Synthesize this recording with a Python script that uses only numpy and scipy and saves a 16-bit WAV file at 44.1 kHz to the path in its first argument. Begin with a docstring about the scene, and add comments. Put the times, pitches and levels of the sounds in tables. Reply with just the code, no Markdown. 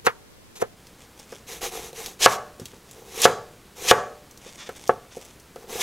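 """In a kitchen, a knife saws through a thick raw radish and chops it on a wooden board, close to the microphone.
Cuts are swelling crunches of bursting cells, made of coloured random clicks; most end as the blade knocks
on the board, a sum of decaying modes set off by a brief push. Wet pieces tick (noise bursts), slide (random
clicks) and squeak (overtone stacks). Filtered noise and a mains hum lie beneath, and sparse taps give the echo.
The loud chops overload the recorder, whose limiter ducks and lets the kitchen's echo swell back."""
import sys
import numpy as np
from scipy import signal
from scipy.fft import rfft, irfft
from scipy.io import wavfile
from scipy.ndimage import uniform_filter1d

SR = 44100
rng = np.random.default_rng(int(sys.argv[2]) if len(sys.argv) > 2 else 0)


def log_audio(samples):
    """Write samples as a 16-bit WAV file to the path given in sys.argv[1]."""
    # one column per channel
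    frames = np.atleast_2d(samples).T
    # limit to full scale, then quantise
    limited = np.clip(frames, -1, 1)
    pcm = np.round(limited * 32767).astype(np.int16)
    wavfile.write(sys.argv[1], SR, pcm)


N = 256662
TIME = np.arange(N) / SR  # s
MONO_FROM_S = 0.768  # the stereo image has closed by then
NOTCH_HZ = 305  # a dip in the knocks' spectrum, thinning them near 300 Hz


def gain_of(db):
    """Level to amplitude: 20 dB is a factor of ten."""
    return 10 ** (np.asarray(db) / 20)


def evened(x):
    """Normalization of the mean power: scales x to rms 1."""
    return x / np.sqrt(np.mean(x ** 2) + 1e-20)


def read(points, hz):
    """Interpolates a table on a logarithmic frequency axis."""
    f, value = np.transpose(points)
    return np.interp(np.log(hz + 1), np.log(f + 1), value)


def coloured(x, spectrum):
    """Spectral shaping: multiplies the Fourier spectrum of x by a curve, then sets rms 1."""
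    hz = np.fft.rfftfreq(len(x), 1 / SR)
    return evened(irfft(rfft(x) * gain_of(read(spectrum, hz)), len(x)))


def add(mix, s, sound):
    """Superposition: mixes a sound in at time s."""
    part = mix[max(round(s * SR), 0):][:len(sound)]
    part += sound[:len(part)]


def grains(per_s, spread_db):
    """Shot noise: a random train of one-sample clicks of uneven size and random sign."""
    size = gain_of(spread_db * np.minimum(rng.exponential(1, N), 4))
    happens = rng.random(N) < per_s / SR
    return evened(size * rng.choice([-1., 1.], N) * happens)


def patchy(x, depth_db):
    """Time-varying resonance: wet gaps keep changing shape, so their resonances come and go."""
    z = signal.stft(x, nperseg=256)[2]
    field = uniform_filter1d(rng.standard_normal(z.shape), size=4, axis=0)  # smooth over frequency
    field = evened(uniform_filter1d(field, size=7, axis=1))  # and over time
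    return evened(signal.istft(z * gain_of(depth_db * field), nperseg=256)[1][:N])


def arch(start, length):
    """Kinematics of a hand movement: speed, 0-1, gathers, peaks early and comes to rest."""
    skew, power = 0.67, 1.03
    done = np.clip((TIME - start) / length, 0, 1)
    return abs(np.sin(np.pi * done ** skew)) ** power


def smoothed(x, seconds):
    """First-order relaxation: follows x with a lag."""
    keep = np.exp(-1 / (seconds * SR))
    return signal.lfilter([1 - keep], [1, -keep], x)


def floor():
    """Stationary noise: room rumble and hiss, with a faint 60 Hz mains hum."""
    # spectrum of the quiet kitchen: frequency_hz, level_db (per Hz, relative)
    quiet_spectrum = [(20, -3), (55, -2.5), (90, 0), (150, 1), (280, -3), (450, -2.5), (650, -9.5),
                      (1200, -11), (3000, -15.5), (7000, -18.5), (12000, -22), (16000, -25.5)]
    air = gain_of(-51.5) * coloured(rng.standard_normal(N), quiet_spectrum)
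    return air + gain_of(-62) * np.sin(2 * np.pi * (60 * TIME + rng.random()))


def blade():
    """Friction and fracture follow blade speed: strokes swell and fade, cuts grow until the blade is through."""
    # the blade drawn slowly to or fro in the flesh: start_s, length_s, crunch_db, drag_db (on the board, relative)
    strokes = [(0.552, 0.048, -46.5, -48), (1.466, 0.15, -39, -41), (1.608, 0.1, -31, -30),
               (1.704, 0.15, -38, -35), (1.823, 0.1, -42.5, -41), (1.94, 0.22, -39, -40),
               (2.234, 0.14, -28, -52), (2.93, .17, -57, -47.5), (5.575, 0.1, -58.5, -45.5),
               (5.686, 0.17, -38.5, -35.5)]
    # the blade pushed right through: through_s, length_s, split_s (how long before through the flesh splits),
    # final_crunch_db, final_drag_db (on the board, relative)
    cuts = [(0.071, 0.029, 0.0087, -26, -30.5), (0.625, 0.037, 0.0083, -33, -41),
            (2.265, 0.076, 0.049, -12, -29), (3.261, 0.22, 0.03, -11, -28),
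            (3.919, 0.17, 0.038, -11.5, -27), (5.85, .19, 0.046, -15.5, -25)]
    enter_s, stop_s = .02, .002  # the edge bites in, and is stopped
    crunch_growth_db_per_s, drag_growth_db_per_s = 179, 105  # both grow as the blade gathers speed
    split_rise_s, split_db = 0.0073, 9.5  # the crunch jumps when the flesh splits
    crunch = sum(gain_of(db) * arch(start, length) for start, length, db, _ in strokes)
    drag = sum(gain_of(db) * arch(start, length) for start, length, _, db in strokes)
    for end, length, split, crunch_db, drag_db in cuts:
        to_go = np.maximum(end - TIME, 0)
        entering = np.clip((length - to_go) / enter_s, 0, 1)
        inside = entering * np.clip(1 - (TIME - end) / stop_s, 0, 1)
        unsplit = .5 + .5 * np.tanh((to_go - split) / split_rise_s)
        cut_db = crunch_db - crunch_growth_db_per_s * to_go - split_db * unsplit
        crunch = np.hypot(crunch, inside * gain_of(cut_db))  # powers add
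        drag = np.hypot(drag, inside * gain_of(drag_db - drag_growth_db_per_s * to_go))
    return crunch, drag


def cutting(fast_db=-26):
    """Fracture noise: cells burst under the edge, densely when it runs fast; the blade's drag shakes the board."""
    # spectra of slow and fast cell bursts: frequency_hz, level_db (per Hz, relative)
    slow_crunch = [(530, -67.5), (900, -20), (1080, -3), (1420, -11), (2340, -3), (3110, -7), (3810, -3.5),
                   (4660, -9.5), (6140, -2.5), (8770, -10.5), (12300, -10), (15600, -22.5)]
    fast_crunch = [(350, -23), (600, -4.5), (1150, -8.5), (1450, -23.5), (1690, 2), (1830, -3), (2280, -1),
                   (3160, 5.5), (4560, -1.5), (4950, 1.5), (5450, 0), (6680, 2), (7660, -4), (12900, -13.5),
                   (15600, -46)]
    # the board's rumble while the hand presses on it: frequency_hz, level_db (per Hz, relative)
    rumble = [(60, -15.5), (150, -17), (310, -17), (400, -1), (465, 2.5), (520, -9), (600, -22), (720, -5),
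              (1100, -19), (1600, -23), (3000, -31.5)]
    crunch, drag = blade()
    fast = crunch ** 2 / (crunch ** 2 + gain_of(fast_db) ** 2)  # share of power, half at fast_db
    slow_cells = coloured(grains(per_s=5000, spread_db=1.5), slow_crunch)
    fast_cells = coloured(grains(per_s=14000, spread_db=3), fast_crunch)
    cells = crunch * patchy(np.sqrt(1 - fast) * slow_cells + np.sqrt(fast) * fast_cells, depth_db=1.2)
    shake = patchy(coloured(grains(per_s=600, spread_db=1.5), rumble), depth_db=2.0)
    return cells + gain_of(-2.0) * drag * shake


def ringing(modes, travel):
    """Modal decay with dispersion: low bending waves arrive later (travel = s at 1 kHz)."""
    out = np.zeros(SR // 3)
    for hz, db, t60 in modes:
        t = np.maximum(TIME[:len(out)] - travel * np.sqrt(1000 / hz), 0)
        out += gain_of(db - 60 * t / t60) * np.sin(2 * np.pi * hz * t)
    return out / np.linalg.norm(gain_of([db for _, db, _ in modes]))


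def board_rings():
    """Damping by contact: the board ringing freely, and with low modes muted by a leaning hand."""
    # modes of the board, on a counter that hums on faintly: frequency_hz, level_db (relative), t60_s
    board_modes = [(115, -7.5, 0.12), (157.6, -3, 0.038), (229, -30.5, 0.079), (448.7, -4.5, 0.07),
                   (483, -0.5, 0.067), (528.6, -1, 0.048), (724, 4, 0.036), (817, -3, 0.038),
                   (867, -9, 0.084), (1145, 3, 0.036), (1280, 3.5, 0.025), (1520, -5, 0.047),
                   (1670, 0, 0.038), (1730, -13, 0.019), (2300, -24, .03), (2780, -27, .03), (468, -41, 1),
                   (595, -39, 0.74), (750, -33.5, 0.52), (1430, -47, 0.57)]
    lean_db, lean_below_hz = -7, 500
    muted = [(hz, db + lean_db * (NOTCH_HZ < hz < lean_below_hz), t60) for hz, db, t60 in board_modes]
    return ringing(board_modes, travel=0.00011), ringing(muted, travel=0.00013)


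def knocks():
    """Impact excitation: a brief push rings the board, which radiates little bass; steel adds a dry clatter."""
    # blade or piece meets the board: start_s, force_db (relative), hardness_hz (1 / contact time),
    # clatter_db (relative to the force)
    impacts = [(0.0667, -20, 2100, 4), (0.07, 0, 550, -16), (0.6172, -22.5, 820, -6),
               (0.6232, -2, 615, -31.5), (1.324, -15, 470, -25.5), (1.930, -24, 630, -36),
               (2.2611, 16, 2270, -13.5), (2.596, -11, 347, -40), (2.616, 0.5, 233, -52),
               (2.734, -17.5, 330, -35), (3.2540, 15.5, 2210, -16), (3.9127, 17.5, 2230, -17),
               (4.463, -20, 440, -43), (4.691, -14, 660, -21.5), (4.8937, 2.5, 1250, -27.5),
               (5.169, -11.5, 464, -44), (5.56, -19, 620, -26.5), (5.642, -21.5, 450, -34)]
    # steel chattering against the wood: frequency_hz, level_db (per Hz, relative)
    clatter_spectrum = [(300, -28.5), (750, 4), (1300, 9), (1900, 2.5), (2600, -5), (3600, -14),
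                        (8000, -30)]
    clatter_t60, radiate_hz = .085, 350  # s; the board radiates little below radiate_hz
    lean_from_s, lean_to_s = 2.2, 2.4  # the cook leans on the blade to halve the radish
    board, pressed_board = board_rings()
    out, t = np.zeros(N), TIME[:len(board)]
    for s, force_db, hard_hz, clatter_db in impacts:
        ring = pressed_board if lean_from_s < s < lean_to_s else board
        push = np.sin(np.pi * np.minimum(t * hard_hz, 1)) ** 2
        chatter = coloured(rng.standard_normal(len(t)), clatter_spectrum)
        chatter = chatter * gain_of(clatter_db - 60 * t / clatter_t60)
        rung = signal.fftconvolve(ring, push / push.sum())[:len(t)]
        add(out, s, gain_of(force_db) * (rung + chatter))
    out = signal.lfilter(*signal.iirnotch(NOTCH_HZ, 2, fs=SR), out)
    return signal.sosfilt(signal.butter(2, radiate_hz, "high", fs=SR, output="sos"), out)


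def echo(x, t60s, colour, start):
    """Reverberation: sparse reflections of random sign from a start time on, each band dying at its own speed."""
    taps = rng.choice([-1., 1.], SR) * (rng.random(SR) < 1 / 12) * (TIME[:SR] > start)
    hz, t, z = signal.stft(taps, SR, nperseg=256)
    z = z * gain_of(-60 * t / read(t60s, hz)[:, None])
    size = np.linalg.norm(signal.istft(z, SR, nperseg=256)[1])  # energy before colouring
    tail = signal.istft(z * gain_of(read(colour, hz))[:, None], SR, nperseg=256)[1]
    return signal.fftconvolve(x, tail / size)[:N]


def kitchen(x):
    """Early and late reflections: counter and wall, then the room's tail, a slow crossfade of three random tails."""
    # decay of the room's tail: frequency_hz, t60_s
    room_decay = [(100, 0.35), (500, 0.49), (1200, 0.39), (3000, 0.42), (7000, 0.4), (15000, 0.1)]
    near_decay = [(200, 0.15), (2000, 0.078), (10000, 0.14)]
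    out = echo(x, near_decay, [(200, -4.5), (1200, -16), (4000, -11.5)], start=0.0017)
    tail_colour = [(100, -9.0), (400, -27.5), (1000, -19.5), (2500, -25.5), (7000, -20.0), (15000, -9.5)]
    for k in range(3):  # the tails trade places steadily at constant total power
        share = np.sqrt(2 / 3) * np.cos(np.pi * (TIME - k / 3))
        out += echo(x * share, room_decay, tail_colour, start=0.0077)
    return out


def sliding():
    """Stick-slip friction: fine sticking and slipping of wet flesh on skin, steel and wood."""
    # fingers and pieces slide over wet surfaces: start_s, length_s, level_db
    slides = [(0.842, .11, -61), (0.984, 0.082, -53.5), (1.162, 0.12, -52.5), (1.274, 0.15, -50),
              (2.577, 0.24, -53), (2.845, 0.19, -55), (4.406, 0.19, -47.5), (4.544, 0.29, -52),
              (4.754, 0.22, -48.5), (5.103, 0.27, -50.5)]
    # spectrum of the slips: frequency_hz, level_db (per Hz, relative)
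    slide_colour = [(150, -8.5), (480, -4), (900, -2.5), (1000, -11), (1200, -6.5), (1370, -21),
                    (2170, -6.5), (3070, -7.5), (3590, -5.5), (3990, -14), (6060, -5), (12100, -17.5),
                    (15600, -34)]
    speed = sum(gain_of(db) * arch(start, length) for start, length, db in slides)
    slips = patchy(coloured(grains(per_s=1200, spread_db=4.5), slide_colour), depth_db=1.5)
    return speed * slips


def ticks(t60=0.066, snap_t60=0.0074, skirt_db=14):
    """Sudden release: a film of juice snaps, a sharp click and a short spatter around one pitch."""
    # cells and wet faces part: start_s, peak_db (relative), pitch_hz
    partings = [(0.869, -30, 4500), (1.196, -28, 5330), (1.3209, -26.5, 5240), (1.93, -26, 3410),
                (2.0611, -11, 4330), (2.5984, -22, 5600), (2.656, -17.5, 3260), (2.912, -24, 7250),
                (3.2181, -1, 6260), (4.311, -31, 6000), (4.375, -26.5, 5810), (4.6918, -24, 3270),
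                (4.762, -29, 8200), (4.821, -33, 5420), (4.8771, -16.5, 5870), (5.164, -29.5, 7190),
                (5.212, -35, 6850), (5.25, -28.5, 6470), (5.399, -33, 6000), (5.5596, -29, 2530)]
    out, t = np.zeros(N), TIME[:2048]
    decay = gain_of(-60 * t / snap_t60) + gain_of(-5) * gain_of(-60 * t / t60)
    for s, peak_db, hz in partings:
        spectrum = [(500, -28), (hz / 2, -skirt_db), (hz, 0), (16000, -skirt_db)]
        tick = coloured(rng.standard_normal(len(t)), spectrum) * decay
        add(out, s, gain_of(peak_db) * tick / abs(tick).max())
    return gain_of(-5.5) * out


def squeaks():
    """Stick-slip oscillation: uneven slipping gives a faint, smeared stack of overtones."""
    # wet flesh pushed along: start_s, length_s, first_slips_per_s, last_slips_per_s, level_db
    pushes = [(4.441, 0.074, 650, 510, -48.5), (4.572, 0.088, 570, 600, -41.5),
              (4.656, 0.031, 800, 320, -42), (4.751, 0.033, 410, 490, -47.5), (5.103, 0.05, 350, 870, -50)]
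    colour = [(800, -6), (1300, -6.5), (2300, -4), (3200, -8), (3550, 3), (3900, -11), (5800, -6.0), (8000, -10)]
    out = np.zeros(N)
    for s, length, first, last, db in pushes:
        n = round(length * SR)
        waver = .17 * evened(uniform_filter1d(rng.standard_normal(n), size=130))
        turns = np.cumsum(np.linspace(first, last, n) * (1 + waver)) / SR
        slips = sum(np.cos(2 * np.pi * k * turns) for k in range(2, 14))  # harmonics 2 to 13
        swell = np.sin(np.pi * np.arange(n) / n)
        add(out, s, gain_of(db) * coloured(slips, colour) * swell)
    return out


def scene():
    """Interchannel phase: the sound reaches two microphones out of step; each hears its own floor."""
    direct = cutting() + knocks() + sliding() + ticks() + squeaks()
    wide = TIME < MONO_FROM_S
    echoes = kitchen(direct) * gain_of(np.where(wide, -7, 0))
    mid = direct + echoes + floor() * gain_of(np.where(wide, -2.5, .5))
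    quarter_cycle_off = signal.hilbert(direct).imag
    side = quarter_cycle_off + gain_of(-2.5) * floor()
    return np.array([mid + side, mid - side])


def record(dry, recovery_db_per_s=190):
    """Dynamic limiting: the image narrows to mono; a limiter catches chops late, so their first swing clips."""
    mid = dry.mean(0)
    x = mid + (dry - mid) * np.clip((MONO_FROM_S - TIME) / 0.041, 0, 1)
    power_db = 10 * np.log10(smoothed((x ** 2).mean(0), .003) + 1e-12)
    over_db = np.maximum(power_db + 5.5, 0)  # threshold at -5.5 dB
    fall = TIME * recovery_db_per_s
    held_db = np.maximum.accumulate(over_db + fall) - fall  # jumps up, recovers at a steady rate
    x = np.clip(x / gain_of(smoothed(held_db, .0005)), -1, 1)
    low_pass = signal.firwin(511, 15850, window=("kaiser", 9), fs=SR)  # upper band edge in Hz
    return signal.oaconvolve(x, low_pass[None], "same")


dry = scene()
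out = record(dry)
log_audio(out)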